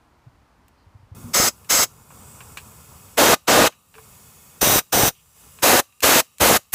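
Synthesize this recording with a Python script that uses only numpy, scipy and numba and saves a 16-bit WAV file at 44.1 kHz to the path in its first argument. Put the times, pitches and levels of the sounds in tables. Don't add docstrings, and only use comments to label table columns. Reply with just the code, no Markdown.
import sys
import numpy as np
from scipy import signal
from scipy.fft import rfft, irfft
from scipy.io import wavfile
from scipy.ndimage import uniform_filter1d, minimum_filter1d
from numba import njit

SR = 44100
rng = np.random.default_rng(int(sys.argv[2]) if len(sys.argv) > 2 else 0)


def generate_wav(sig):
    pcm = np.round(np.clip(np.atleast_2d(sig).T, -1, 1) * 32767).astype(np.int16)
    wavfile.write(sys.argv[1], SR, pcm)


N = 297234
TIME = np.arange(N) / SR
FREQ = np.maximum(np.arange(N // 2 + 1) * SR / N, 1)
WORK_STARTS_S = 1.149


def undb(db):
    return 10 ** (np.asarray(db) / 20)


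def unit(x):
    return x / np.sqrt(np.mean(x ** 2))


def curve(rows):
    return np.interp(TIME, *np.transpose(rows))


def contour(points):
    hz, db = np.transpose(points)
    return np.interp(np.log(FREQ), np.log(hz), db)


def noise(shape_db):
    return unit(irfft(rfft(rng.standard_normal(N)) * undb(shape_db), N))


def walk(rate):
    values = rng.standard_normal(N // 8)
    return 1.22 * np.interp(TIME * rate, np.arange(N // 8), values)


def band(x, hz, kind):
    return signal.sosfilt(signal.butter(2, hz, kind, fs=SR, output="sos"), x)


def resonate(x, modes):
    out = 0
    for hz, width, db in modes:
        out = out + undb(db) * signal.lfilter(*signal.iirpeak(hz, hz / width, SR), x)
    return out


def envelope(start, stop, rise, fall, drop_db=22):
    opening = np.clip((TIME - start) / rise, 0, 1) ** 2
    return opening * undb(-drop_db * np.clip((TIME - stop) / fall, 0, 10))


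def place(sound, start):
    return np.pad(sound, (int(start * SR), N))[:N]


def push(start, db, hz, swell):
    t = TIME[:SR // 4]
    shape = t / swell * np.exp(1 - t / swell)
    return place(undb(db) * shape * np.sin(2 * np.pi * hz * t), start)


def reflect(x, echo_db, count=8, longest_s=0.005, drift_s=0.00003):
    out, treble = x, band(x, 1500, "high")
    for _ in range(count):
        delay = rng.uniform(0.000752, longest_s) + drift_s * walk(1.8)
        out = out + undb(echo_db) * np.interp(TIME - delay, TIME, treble)
    return out


# (frequency [Hz], relative density [dB per Hz])
LEAK_SPECTRUM = [(1060, -38), (1800, -9.5), (3620, -11.5), (3960, -15), (5000, -10), (6480, -8.5),
                 (7750, -6), (11500, -7.5), (12600, -6), (14600, -11), (15300, -3.5)]
# (time [s], frequency [Hz])
WHISTLE_PITCH = [(2.0, 7550), (2.166, 7940), (2.93, 7550), (3.05, 7590)]
LEAK_DB, LEAK_SAG_DB_PER_S = -47.5, 0.36
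WHISTLE_DB = -64
SWELL_S, SWELL_DB, SWELL_RISE_S, SWELL_FADE_S = 2.27, 11, 0.35, 0.75


def leak(waver_db=0.2, whistle_half_width_hz=600):
    phase = 2 * np.pi * np.cumsum(curve(WHISTLE_PITCH)) / SR
    swell = np.exp(np.minimum((TIME - SWELL_S) / SWELL_RISE_S, (SWELL_S - TIME) / SWELL_FADE_S))
    breath = band(rng.standard_normal(N), whistle_half_width_hz, "low")
    whistle = unit(breath * np.sin(phase)) * undb(WHISTLE_DB + SWELL_DB * swell)
    hiss_db = LEAK_DB - LEAK_SAG_DB_PER_S * (TIME - WORK_STARTS_S) + waver_db * walk(6.2)
    hiss = noise(contour(LEAK_SPECTRUM)) * undb(hiss_db)
    return reflect(hiss + whistle, echo_db=-14)


# (frequency [Hz], relative density [dB per Hz])
QUIET_SPECTRUM = [(15, -46.5), (25, -13), (59, -1.5), (186, -15.5), (264, -14), (354, -18), (558, -21),
                  (952, -16), (1030, -17.5), (2130, -28), (3630, -34.5), (4750, -35), (5880, -38),
                  (15000, -47)]
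# (frequency [Hz], relative density [dB per Hz])
RUMBLE_SPECTRUM = [(15, -37), (25, -16.5), (70, 2.5), (125, -1), (208, -5.5), (338, -17.5), (439, -10.5),
                   (651, -17), (1020, -11), (1430, -14.5), (1630, -25.5), (2200, -38), (2860, -53.5),
                   (4840, -120)]
QUIET_DB, RUMBLE_DB = -57.5, -46.5
RUMBLE_SAG_FROM_S, RUMBLE_SAG_DB_PER_S = 1.84, 2.53


def background(throb_db=1.0):
    sag_db = RUMBLE_SAG_DB_PER_S * np.maximum(TIME - RUMBLE_SAG_FROM_S, 0)
    rumble = noise(contour(RUMBLE_SPECTRUM)) * undb(RUMBLE_DB - sag_db + throb_db * walk(25))
    quiet = noise(contour(QUIET_SPECTRUM)) * undb(QUIET_DB)
    return np.where(TIME < WORK_STARTS_S, quiet, leak() + rumble)


# (frequency [Hz], relative level [dB])
WALL_COLOUR = [(60, -15.5), (400, -9.5), (1100, -8.5), (2500, -1.5), (6000, 2.5), (15000, 1)]
# (frequency [Hz], width [Hz], level [dB])
PANELS = [(1197, 80, -34), (2770, 200, -34), (3834, 130, -37.5)]


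def garage(x, wet_db=-25.5, t60=0.19, panel_t60=1.0):
    t = TIME[:SR]
    walls = noise(contour(WALL_COLOUR))[:SR] * undb(-60 * t / t60)
    panels = rng.standard_normal(SR) * undb(-60 * t / panel_t60)
    tail = undb(wet_db) * walls / np.linalg.norm(walls)
    tail = tail + resonate(panels / np.linalg.norm(panels), PANELS)
    return x + signal.fftconvolve(x, tail)[:N]


# (time [s], envelope peak [dB], frequency [Hz])
BUMPS = [(0.265, -37.5, 122), (.865, -42, 81), (.948, -38, 101), (0.996, -46, 90), (1.03, -43, 105),
         (1.115, -32, 96), (1.239, -29.5, 109)]
# (time [s], envelope peak [dB], frequency [Hz])
KNOCKS = [(1.242, -36.5, 237), (3.955, -44, 441)]
# (start [s], end [s], level [dB], low edge [Hz], high edge [Hz])
RUBS = [(0.763, 0.82, -72, 4100, 4930), (1.132, 1.324, -45, 80, 258), (5.13, 5.202, -54.5, 2470, 3280)]
BUMP_SWELL_S, KNOCK_SWELL_S = 0.0067, 0.019
RUB_RISE_S, RUB_FALL_S = 0.016, 0.048


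def handling():
    bumps = sum(push(start, db, hz, BUMP_SWELL_S) for start, db, hz in BUMPS)
    knocks = sum(push(start, db, hz, KNOCK_SWELL_S) for start, db, hz in KNOCKS)
    rubs = 0
    for start, stop, db, low_hz, high_hz in RUBS:
        friction = unit(band(rng.standard_normal(N), (low_hz, high_hz), "band"))
        rubs = rubs + undb(db) * friction * envelope(start, stop, RUB_RISE_S, RUB_FALL_S)
    return bumps + knocks + rubs


# (frequency [Hz], width [Hz], level [dB])
METAL = [(1180, 250, -3.5), (1700, 300, 0.5), (2500, 490, 5), (3930, 600, -9.5), (6700, 2000, -13.5)]


def contact(start, db, bright_db, t60, tick_db=-19, crack_db=6, crack_s=0.00075):
    t = TIME[:SR // 4]
    fading = undb(-60 * t / t60) + undb(crack_db) * np.exp(-t / crack_s)
    scuff = rng.standard_normal(len(t)) * fading
    ring = resonate(scuff, METAL) + undb(tick_db) * band(scuff, 900, "high")
    hz = np.arange(len(t) // 2 + 1) * SR / len(t)
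    octaves = np.log2(np.maximum(hz, 1000) / 2000)
    ring = irfft(rfft(ring) * undb(bright_db * octaves), len(t))
    return place(undb(db) * ring / np.abs(ring).max(), start)


# (time [s], peak [dB], brightness [dB per octave])
TAPS = [(1.646, -30, 3.5), (2.105, -33, -12), (2.406, -29, -6), (2.572, -20.5, -0.5), (3.724, -28, -2.5),
        (3.941, -33, -6), (3.953, -32, -4), (3.982, -32, -12), (5.588, -34, -2.5), (5.925, -37.5, -1.5)]
# (time [s], peak [dB])
CLICKS = [(0.682, -42.5), (6.005, -10), (6.384, -14.5), (6.723, -20)]
TAP_T60_S, CLICK_T60_S, CLICK_DB_PER_OCTAVE = 0.087, 0.043, 6.5


def taps():
    nozzle = sum(contact(start, db, bright_db, TAP_T60_S) for start, db, bright_db in TAPS)
    clicks = sum(contact(start, db, CLICK_DB_PER_OCTAVE, CLICK_T60_S) for start, db in CLICKS)
    return nozzle + clicks


JET_COLOUR = {"throat": [(18, -54), (30, -5), (452, -1.5), (1130, -0.5), (1320, 0), (1580, -3.5),
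              (2110, -7.5), (2460, -8), (3460, -6.5), (5120, -6), (7770, -0.5), (8850, -9), (15300, -8.5)],
              "bowl": [(18, -52), (30, -23.5), (69, -8.5), (181, -9), (248, -3), (418, -3), (489, 0),
              (868, -2.5), (1160, -4.5), (2530, -9.5), (5250, -13), (6820, -11.5), (8400, -14.5),
              (13100, -14), (15300, -18.5)], "drilling": [(18, -40), (30, -10), (97, -4.5), (397, -6.5),
              (429, -3), (476, -1.5), (824, -3.5), (2000, -12), (2160, -12), (4860, -14), (5980, -10),
              (9820, -14), (15300, -10.5)]}
HOLLOWS = {"throat": [(560, 410, 4.5), (1298, 124, 6.5), (2130, 460, 9), (5160, 1000, 8.5),
           (6370, 960, 6.5), (7650, 250, 0), (7880, 250, 6.5), (11500, 2100, 4.5), (15500, 700, 6)],
           "bowl": [(600, 160, 0.5), (1030, 320, 0.5), (6500, 980, 1), (7800, 340, 3), (12100, 350, 4),
           (13100, 400, -5), (13950, 350, 5.5), (15100, 400, 3.5)], "drilling": [(520, 180, -2.5),
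           (3750, 300, 5), (5960, 500, 5.5), (8630, 420, 8), (11840, 700, 8.5), (12920, 300, -1),
           (14600, 500, 9.5), (15000, 650, 3)]}


def jet(aim, flow, swirl, buffet_db, roar_db, top_db, buffet_hz=230, roar_hz=1100, top_hz=8500):
    buffet = 1 / (1 + (FREQ / buffet_hz) ** 4)
    roar = 1 / (1 + (FREQ / roar_hz) ** 4)
    top = 1 / (1 + (top_hz / FREQ) ** 6)
    lift_db = sum(db / (1 + (2 * (FREQ - hz) / width) ** 2) ** 2 for hz, width, db in HOLLOWS[aim])
    balance_db = buffet_db * buffet + roar_db * roar + top_db * top
    colour = unit(undb(contour(JET_COLOUR[aim]) + lift_db + balance_db))
    rush = rng.standard_normal(N)
    eddies = rfft(rush * swirl) * roar
    hiss = rfft(rush * flow) * (1 - roar)
    return irfft((eddies + hiss) * colour, N)


# (open [s], shut [s], level [dB], buffet [dB], roar [dB], top hiss [dB], aim)
BLASTS = [(1.331, 1.486, -9, -3, -0.5, -0.5, "throat"), (1.688, 1.84, -8, -3.5, -3.5, -0.5, "throat"),
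          (3.169, 3.344, -.5, -3.5, 2, -2.5, "bowl"), (3.468, 3.676, 0, -1, 2.4, -5, "bowl"),
          (4.608, 4.792, -5.5, -1.5, -2, -2.5, "drilling"), (4.919, 5.087, -6, -0.5, 0.5, -3.5, "drilling"),
          (5.619, 5.801, -1, -5.5, 2, 1, "bowl"), (6.018, 6.205, -1.5, -1.5, -1.5, -0.3, "bowl"),
          (6.395, 6.571, -1, 3, 1.6, 1.2, "bowl"), (6.722, 6.902, -3, 12.5, -6, 12, "bowl")]
FLOW = {"throat": (.016, .015, 2.2), "bowl": (0.016, 0.01, 2.7), "drilling": (0.00916, 0.0166, 1.1)}
ONSET_DB, ONSET_S = -1, 0.0087


def blow_gun(eddy_rate=250, lag_s=0.003, puff_db=-25, puff_after_s=0.017, puff_s=0.0076):
    out = np.zeros(N)
    for start, stop, db, buffet_db, roar_db, top_db, aim in BLASTS:
        rise, fall, sputter_db = FLOW[aim]
        onset = undb(ONSET_DB * np.exp(-np.abs(TIME - start) / ONSET_S))
        flow = envelope(start, stop, rise, fall) * onset
        puff = undb(puff_db) * np.exp(-((TIME - stop - puff_after_s) / puff_s) ** 2)
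        sputter = unit(undb(sputter_db * walk(eddy_rate)))
        swirl = (envelope(start + lag_s, stop - lag_s, rise, fall) + puff) * sputter
        blast = jet(aim, flow, swirl, buffet_db, roar_db, top_db)
        out += undb(db) * blast * (TIME > start)
    return reflect(out, echo_db=-23.5)


# (time [s], envelope peak [dB], frequency [Hz])
GUSTS = [(1.399, 0.5, 264), (4.673, 3.5, 410), (5.034, 5, 595)]
GUST_SWELL_S = 0.00049
GUST_RATE, GUST_DB, GUST_HZ = 18, 2.5, 420


def gusts(scatter_db=2, scatter_octaves=0.29):
    out = sum(push(start, db, hz, GUST_SWELL_S) for start, db, hz in GUSTS)
    for start, stop, *_, aim in BLASTS:
        if aim != "drilling":
            continue
        rise, fall, _ = FLOW[aim]
        count = round(GUST_RATE * (stop - start))
        for when, size, pitch in rng.uniform(-1.1, 1, (count, 3)):
            at = np.interp(when, (-1, 1), (start + rise, stop - fall))
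            hz = GUST_HZ * 2 ** (scatter_octaves * pitch)
            out = out + push(at, GUST_DB + scatter_db * size, hz, GUST_SWELL_S)
    return out


def scene():
    reverberant = garage(blow_gun() + taps())
    return (reverberant + gusts() + handling() + background())[None]


@njit
def recover(cut, release):
    out, held = np.empty(len(cut)), 0.
    for i in range(len(cut)):
        held = max(cut[i], held * (1 - release))
        out[i] = held
    return out


def limiter(x, threshold_db=-18, slope=0.58, window_s=0.018, hold_s=0.26, release_s=0.033):
    power = np.abs(uniform_filter1d(x ** 2, int(window_s * SR)))
    level_db = 10 * np.log10(power + 1e-12)
    gain_db = -slope * np.maximum(level_db - threshold_db, 0)
    half = int(hold_s * SR / 2)
    held_db = minimum_filter1d(gain_db, 2 * half + 1, origin=half, mode="nearest")
    return x * undb(-recover(-held_db, 1 / (release_s * SR)))


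def record(dry, low_cut_hz=42, ceiling=0.75, top_hz=15450):
    limited = limiter(band(dry[0], low_cut_hz, "high"))
    rounded = ceiling * np.tanh(limited / ceiling)
    top_cut = signal.ellip(10, 0.2, 70, top_hz, fs=SR, output="sos")
    return signal.sosfilt(top_cut, rounded)[None]


dry = scene()
out = record(dry)
generate_wav(out)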